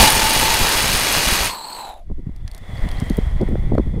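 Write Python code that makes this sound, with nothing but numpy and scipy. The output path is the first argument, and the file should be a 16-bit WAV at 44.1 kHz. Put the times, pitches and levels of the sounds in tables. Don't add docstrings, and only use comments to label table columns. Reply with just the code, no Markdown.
import sys
import numpy as np
from scipy import signal
from scipy.fft import rfft, irfft
from scipy.io import wavfile

SR = 44100
rng = np.random.default_rng(int(sys.argv[2]) if len(sys.argv) > 2 else 0)


def wav_out(sig):
    wavfile.write(sys.argv[1], SR, np.round(np.clip(np.atleast_2d(sig).T, -1, 1) * 32767).astype(np.int16))


N = 176400
T, HZ = np.arange(N) / SR, np.fft.rfftfreq(N, 1 / SR)


def amp(db):
    return 10 ** (np.asarray(db) / 20)

def unit(x):
    return x / np.sqrt(np.mean(x ** 2) + 1e-20)

def curve(rows, column=1):
    rows = np.array(rows)
    return np.interp(T, rows[:, 0], rows[:, column])

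def spectrum(points):
    hz, db = np.transpose(points)
    return np.interp(np.log(HZ + 1), np.log(hz), db)

def colour(x, db):
    log_gain = np.log(amp(np.r_[db, db[-2:0:-1]]))
    response = np.exp(np.conj(signal.hilbert(log_gain)))[:len(db)]
    return irfft(rfft(x) * response, len(x))

def noise(points):
    return unit(colour(rng.standard_normal(N), spectrum(points)))

def drift(hz):
    return unit(irfft(rfft(rng.standard_normal(N)) / (1 + (HZ / hz) ** 4), N))

def impulses(per_s, spread_db, cap):
    heights = amp(spread_db * np.minimum(rng.exponential(1, N), cap))
    return heights * (rng.random(N) < per_s / SR)

def resonance(hz, width_hz, steady=0):
    clock = np.cumsum(np.clip(width_hz, 10, 2000) * np.ones(N)) / SR
    steps = 64
    pole = np.exp(-np.pi / steps)
    forcing = rng.standard_normal(3 * N) + 1j * rng.standard_normal(3 * N)
    envelope = signal.lfilter([1], np.poly([pole, pole]), forcing)
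    envelope = np.interp((clock + 2) * steps, np.arange(len(envelope)), envelope)
    envelope /= (abs(envelope) + 1e-9) ** steady
    carrier = np.exp(2j * np.pi * np.cumsum(hz * np.ones(N)) / SR)
    return unit((envelope * carrier).real)


# time_s, level_db
WIND_LEVEL = [(1.35, -60), (1.5, -38), (1.63, -55), (1.96, -41), (2.03, -31.5), (2.1, -27), (2.62, -28),
              (2.8, -23.5), (3.2, -20.5), (3.8, -16), (4, -22)]
# frequency_hz, level_db
WIND_SPECTRUM = [(5, -6), (20, 5), (35, -0.5), (70, -11), (140, -33.5), (400, -65), (3000, -83.5)]
# frequency_hz, level_db
CHURN_SPECTRUM = [(20, -14), (60, 2), (110, -1), (200, -10.5), (350, -22), (700, -41), (3000, -75)]

def wind():
    wind_db = curve(WIND_LEVEL)
    churn_db = -27 + 1.65 * (wind_db + 20.5)
    coarse = unit(noise(WIND_SPECTRUM) * amp(3.35 * drift(hz=22)))
    fine = unit(noise(CHURN_SPECTRUM) * amp(4.5 * drift(hz=35.2)))
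    return amp(wind_db) * coarse + amp(churn_db) * fine


# centre_s, length_s, level_db, upper_edge_hz
EDDIES = [(.85, 0.0069, -26, 260), (2.102, 0.0053, -27, 460), (2.115, 0.008, -23.5, 405),
          (2.193, 0.016, -32.5, 360), (2.268, 0.0075, -20, 214.5), (2.294, 0.0046, -22, 417),
          (2.442, 0.034, -26, 90), (2.736, 0.019, -21.5, 111), (2.851, 0.029, -19.5, 204),
          (3.024, 0.013, -14, 194), (3.107, 0.01, -11, 330), (3.186, 0.007, -10, 403),
          (3.27, 0.01, -11, 79), (3.42, 0.023, -12.5, 456), (3.488, 0.0042, -19.5, 450),
          (3.525, 0.03, -16, 290), (3.556, 0.0024, -15.5, 710), (3.582, 0.005, -19.5, 210),
          (3.721, 0.0066, -13, 610), (3.737, 0.014, -17, 400), (3.753, 0.0036, -12, 540),
          (3.872, .012, -19.5, 235), (3.782, 0.0025, -4.5, 640), (3.794, 0.018, -14.5, 445),
          (3.941, 0.01, -18.5, 410), (3.974, 0.017, -19, 327)]

def buffets(low_hz=55.6, spread_db=8.5):
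    out, size = np.zeros(N), 8192
    t, hz = (np.arange(size) - size // 2) / SR, np.fft.rfftfreq(size, 1 / SR)
    for centre_s, length_s, db, edge_hz in EDDIES:
        window = np.exp(-2 * (t / length_s) ** 2)
        band = (hz + 1) / (hz + low_hz) / np.sqrt(1 + hz / low_hz)
        band /= 1 + (hz / edge_hz) ** 3.52
        pulses = rng.standard_normal(size) * amp(spread_db * rng.standard_normal(size))
        eddy = unit(colour(window * pulses, 20 * np.log10(band))) * np.sqrt(np.mean(window ** 2))
        span = out[round(centre_s * SR) - size // 2:][:size]
        span += amp(db) * eddy[:len(span)]
    return out


# peak_s, pitch_hz, level_db
RINGING_TICKS = [(2.7728, 4550, -35.5), (2.837, 5100, -45), (2.971, 4000, -34), (2.985, 4400, -36)]

def pings(decay_s=.002):
    out = np.zeros(N)
    for peak_s, hz, db in RINGING_TICKS:
        age = np.maximum(T - peak_s, 0)
        out += amp(db) * np.exp(-age / decay_s) * np.sin(2 * np.pi * hz * age)
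    return out


# start_s, level_db, tilt_db_per_octave
SHARP_TICKS = [(2.3625, -41.5, -1), (2.4782, -33, -8), (2.5146, -34, -3.5), (2.5353, -44, -2),
               (2.5477, -30.5, -2), (2.564, -43, -3), (2.579, -31, 2), (2.8888, -30.5, -8),
               (2.915, -29, -4.5), (3.0006, -26, -1), (3.098, -25.5, -1), (3.1695, -27, 10),
               (3.4135, -36, -5), (3.488, -42, 4), (3.75, -41, -5), (3.782, -43, -13)]
# frequency_hz, gain_db
TICK_SPECTRUM = [(500, -27), (2500, -15.5), (4500, -4.5), (7000, -11.5), (10000, -3.5), (13000, -10.5),
                 (16000, -23.5)]

def ticks(hold_s=.00096, decay_s=.00066, tail_s=.0046):
    out, size = np.zeros(N), 2048
    t, hz = np.arange(size) / SR, np.fft.rfftfreq(size, 1 / SR)
    octaves = np.log2(np.maximum(hz, 2000) / 8000)
    envelope = np.exp(-np.maximum(t - hold_s, 0) / decay_s) + amp(-4) * np.exp(-t / tail_s)
    for start_s, db, tilt in SHARP_TICKS:
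        burst = irfft(rfft(rng.standard_normal(size)) * amp(db + tilt * octaves))
        out[round(start_s * SR):][:size] += envelope * burst
    return colour(out, spectrum(TICK_SPECTRUM))


# time_s, body_db, treble_db
HISS_LEVELS = [(0, -90, -88), (1.9, -80, -92.5), (2.1, -66, -82), (2.4, -58, -71), (2.6, -49.5, -62),
               (2.78, -39, -52.5), (3, -38, -51), (3.17, -39, -51.5), (3.35, -43, -57.5), (3.7, -45.5, -61),
               (4, -51.5, -64)]
# frequency_hz, level_db
BODY_SPECTRUM = [(60, -10.5), (700, 1.5), (1100, -5), (1600, -11), (2600, -19.5), (4000, -21), (8000, -42)]
# frequency_hz, level_db
TREBLE_SPECTRUM = [(1000, -9), (3000, 7.5), (4400, 3.5), (6600, -0.5), (9000, 1), (10200, 1.5),
                   (10600, -13), (12000, -1.5), (13300, -9), (16000, -13)]
# time_s, pitch_hz
HISS_PITCH = [(2.3, 3410), (2.65, 3460), (2.95, 3246), (3.2, 3240), (3.55, 3390), (4, 3420)]

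def hiss():
    body = unit(noise(BODY_SPECTRUM) + amp(-4) * resonance(hz=1992, width_hz=390))
    crackle = unit(colour(impulses(per_s=130, spread_db=2, cap=4), spectrum(TICK_SPECTRUM)))
    treble = noise(TREBLE_SPECTRUM) + amp(-10.5) * crackle
    treble += amp(2.5) * resonance(curve(HISS_PITCH), width_hz=270)
    body_db = curve(HISS_LEVELS) + 1.6 * drift(hz=30)
    return amp(body_db) * body + amp(curve(HISS_LEVELS, column=2)) * treble


# time_s, lowest_mode_hz, second_mode_hz, level_db
BLOWDOWN = [(1.44, 1070, 4400, -71), (1.5, 1041, 4320, -30), (1.6, 929, 4160, -36.5),
            (1.73, 930, 4330, -36), (1.81, 883, 4140, -33.5), (1.89, 816, 3920, -34),
            (1.98, 719, 3760, -41.5), (2.04, 644, 3680, -58), (2.09, 600, 3630, -91)]
# pitch_hz, width_hz, level_db, share_of_second_mode_glide
UPPER_MODES = [(4250, 480, -2, 1), (8040, 560, -7, .55), (14050, 680, -15.5, -.35)]
# frequency_hz, level_db
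DRAIN_SPECTRUM = [(60, -4.5), (300, 8.5), (1300, 7), (2000, 1.5), (2600, 3.5), (3700, -1.5), (5500, -13),
                  (6800, -5), (8800, -12.5), (10000, 0), (12100, -6), (13000, -13), (16000, -21)]

def drain(full_flow_hz=931):
    lowest_hz, second_hz = curve(BLOWDOWN), curve(BLOWDOWN, column=2)
    flow = np.minimum(lowest_hz / full_flow_hz, 1)
    dulling_db, narrowing = 80 * np.log2(flow), flow ** 1.3
    gas = amp(-6 + .32 * dulling_db + 2.9 * drift(hz=120)) * noise(DRAIN_SPECTRUM)
    gas += resonance(lowest_hz, width_hz=270 * narrowing)
    glide = second_hz / UPPER_MODES[0][0]
    for hz, width_hz, db, share in UPPER_MODES:
        mode_db = db + dulling_db * min(hz / 7000, 1) + 2 * drift(hz=45)
        gas += amp(mode_db) * resonance(hz * glide ** share, width_hz * narrowing)
    return amp(curve(BLOWDOWN, column=3)) * gas


# time_s, pitch_hz, level_db
BURN_NOTE = [(0, 873.5, -11.5), (.09, 878, -18), (.12, 880, -25), (.56, 885.6, -25.5), (.72, 896, -32),
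             (.87, 900, -38), (1.45, 913, -43), (1.52, 950, -84)]

def chamber_note():
    pitch_hz = curve(BURN_NOTE) + 8 * drift(hz=15)
    return amp(curve(BURN_NOTE, column=2)) * resonance(pitch_hz, width_hz=81, steady=.29)


# time_s, level_db
JET_LEVEL = [(0, -7), (.08, -11), (.11, -16), (.5, -17), (.75, -17), (1, -18.5), (1.2, -17), (1.465, -18.5),
             (1.485, -23), (1.55, -44.5), (1.65, -71)]
# frequency_hz, level_db
JET_SPECTRUM = [(100, -7), (350, -1.5), (1000, 0.5), (2600, -0.5), (4800, -1), (6500, -5), (8500, -7.5),
                (9300, -7), (10400, -6.5), (12600, -10.5), (13500, -13), (16000, -23)]
# centre_hz, width_hz, gain_db
BENCH_RESPONSE = [(1394, 90, -3), (2448, 48, 4.5), (2837, 76, 3), (3218, 63, -7), (3337, 57, 3),
                  (3640, 140, -3.5), (5030, 96, -5), (5690, 93, -15), (7350, 160, -7), (14400, 220, -6.5)]
# pitch_hz, width_hz, level_db
SIZZLE_MODES = [(9480, 930, -14), (12350, 550, -18.5)]
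# frequency_hz, level_db
RUMBLE_SPECTRUM = [(10, -6.5), (25, 1.5), (60, -6), (120, -10), (250, -19), (600, -39)]

def roar(flutter_db=1.43, rumble_ceiling_db=-6.5):
    shocks = -impulses(per_s=6000, spread_db=2.5, cap=4.3)
    jet = rng.standard_normal(N) + amp(-5.5) * unit(shocks - shocks.mean())
    jet *= amp(flutter_db * drift(hz=249))
    bench_db = sum(db * np.exp(-((HZ - hz) / width_hz) ** 2) for hz, width_hz, db in BENCH_RESPONSE)
    jet = unit(colour(jet, spectrum(JET_SPECTRUM) + bench_db))
    jet = unit(jet - .05 * (jet ** 2 - 1))
    flare = unit(amp(7.5 * np.minimum(drift(hz=130), 2.5)))
    sizzle = flare * sum(amp(db) * resonance(hz, width_hz) for hz, width_hz, db in SIZZLE_MODES)
    rumble = amp(-7) * unit(noise(RUMBLE_SPECTRUM) * amp(6.3 * np.minimum(drift(hz=24), 1.5)))
    jet_db = curve(JET_LEVEL)
    return amp(jet_db) * (jet + sizzle) + amp(np.minimum(jet_db, rumble_ceiling_db)) * rumble


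def scene():
    return (roar() + chamber_note() + drain() + hiss() + ticks() + pings() + wind() + buffets())[None]

def record(dry):
    port_hz, port_width_hz, port_db = 10980, 450, -11.5
    headroom, edge_hz = .72, 15780
    x = colour(dry[0], port_db / (1 + ((HZ - port_hz) / port_width_hz) ** 4))
    x = x / (1 + (x / headroom) ** 8) ** (1 / 8)
    low_pass = signal.firwin(511, edge_hz, window=("kaiser", 9), fs=SR)
    return signal.oaconvolve(x, low_pass, "same")[None]


dry = scene()
out = record(dry)
wav_out(out)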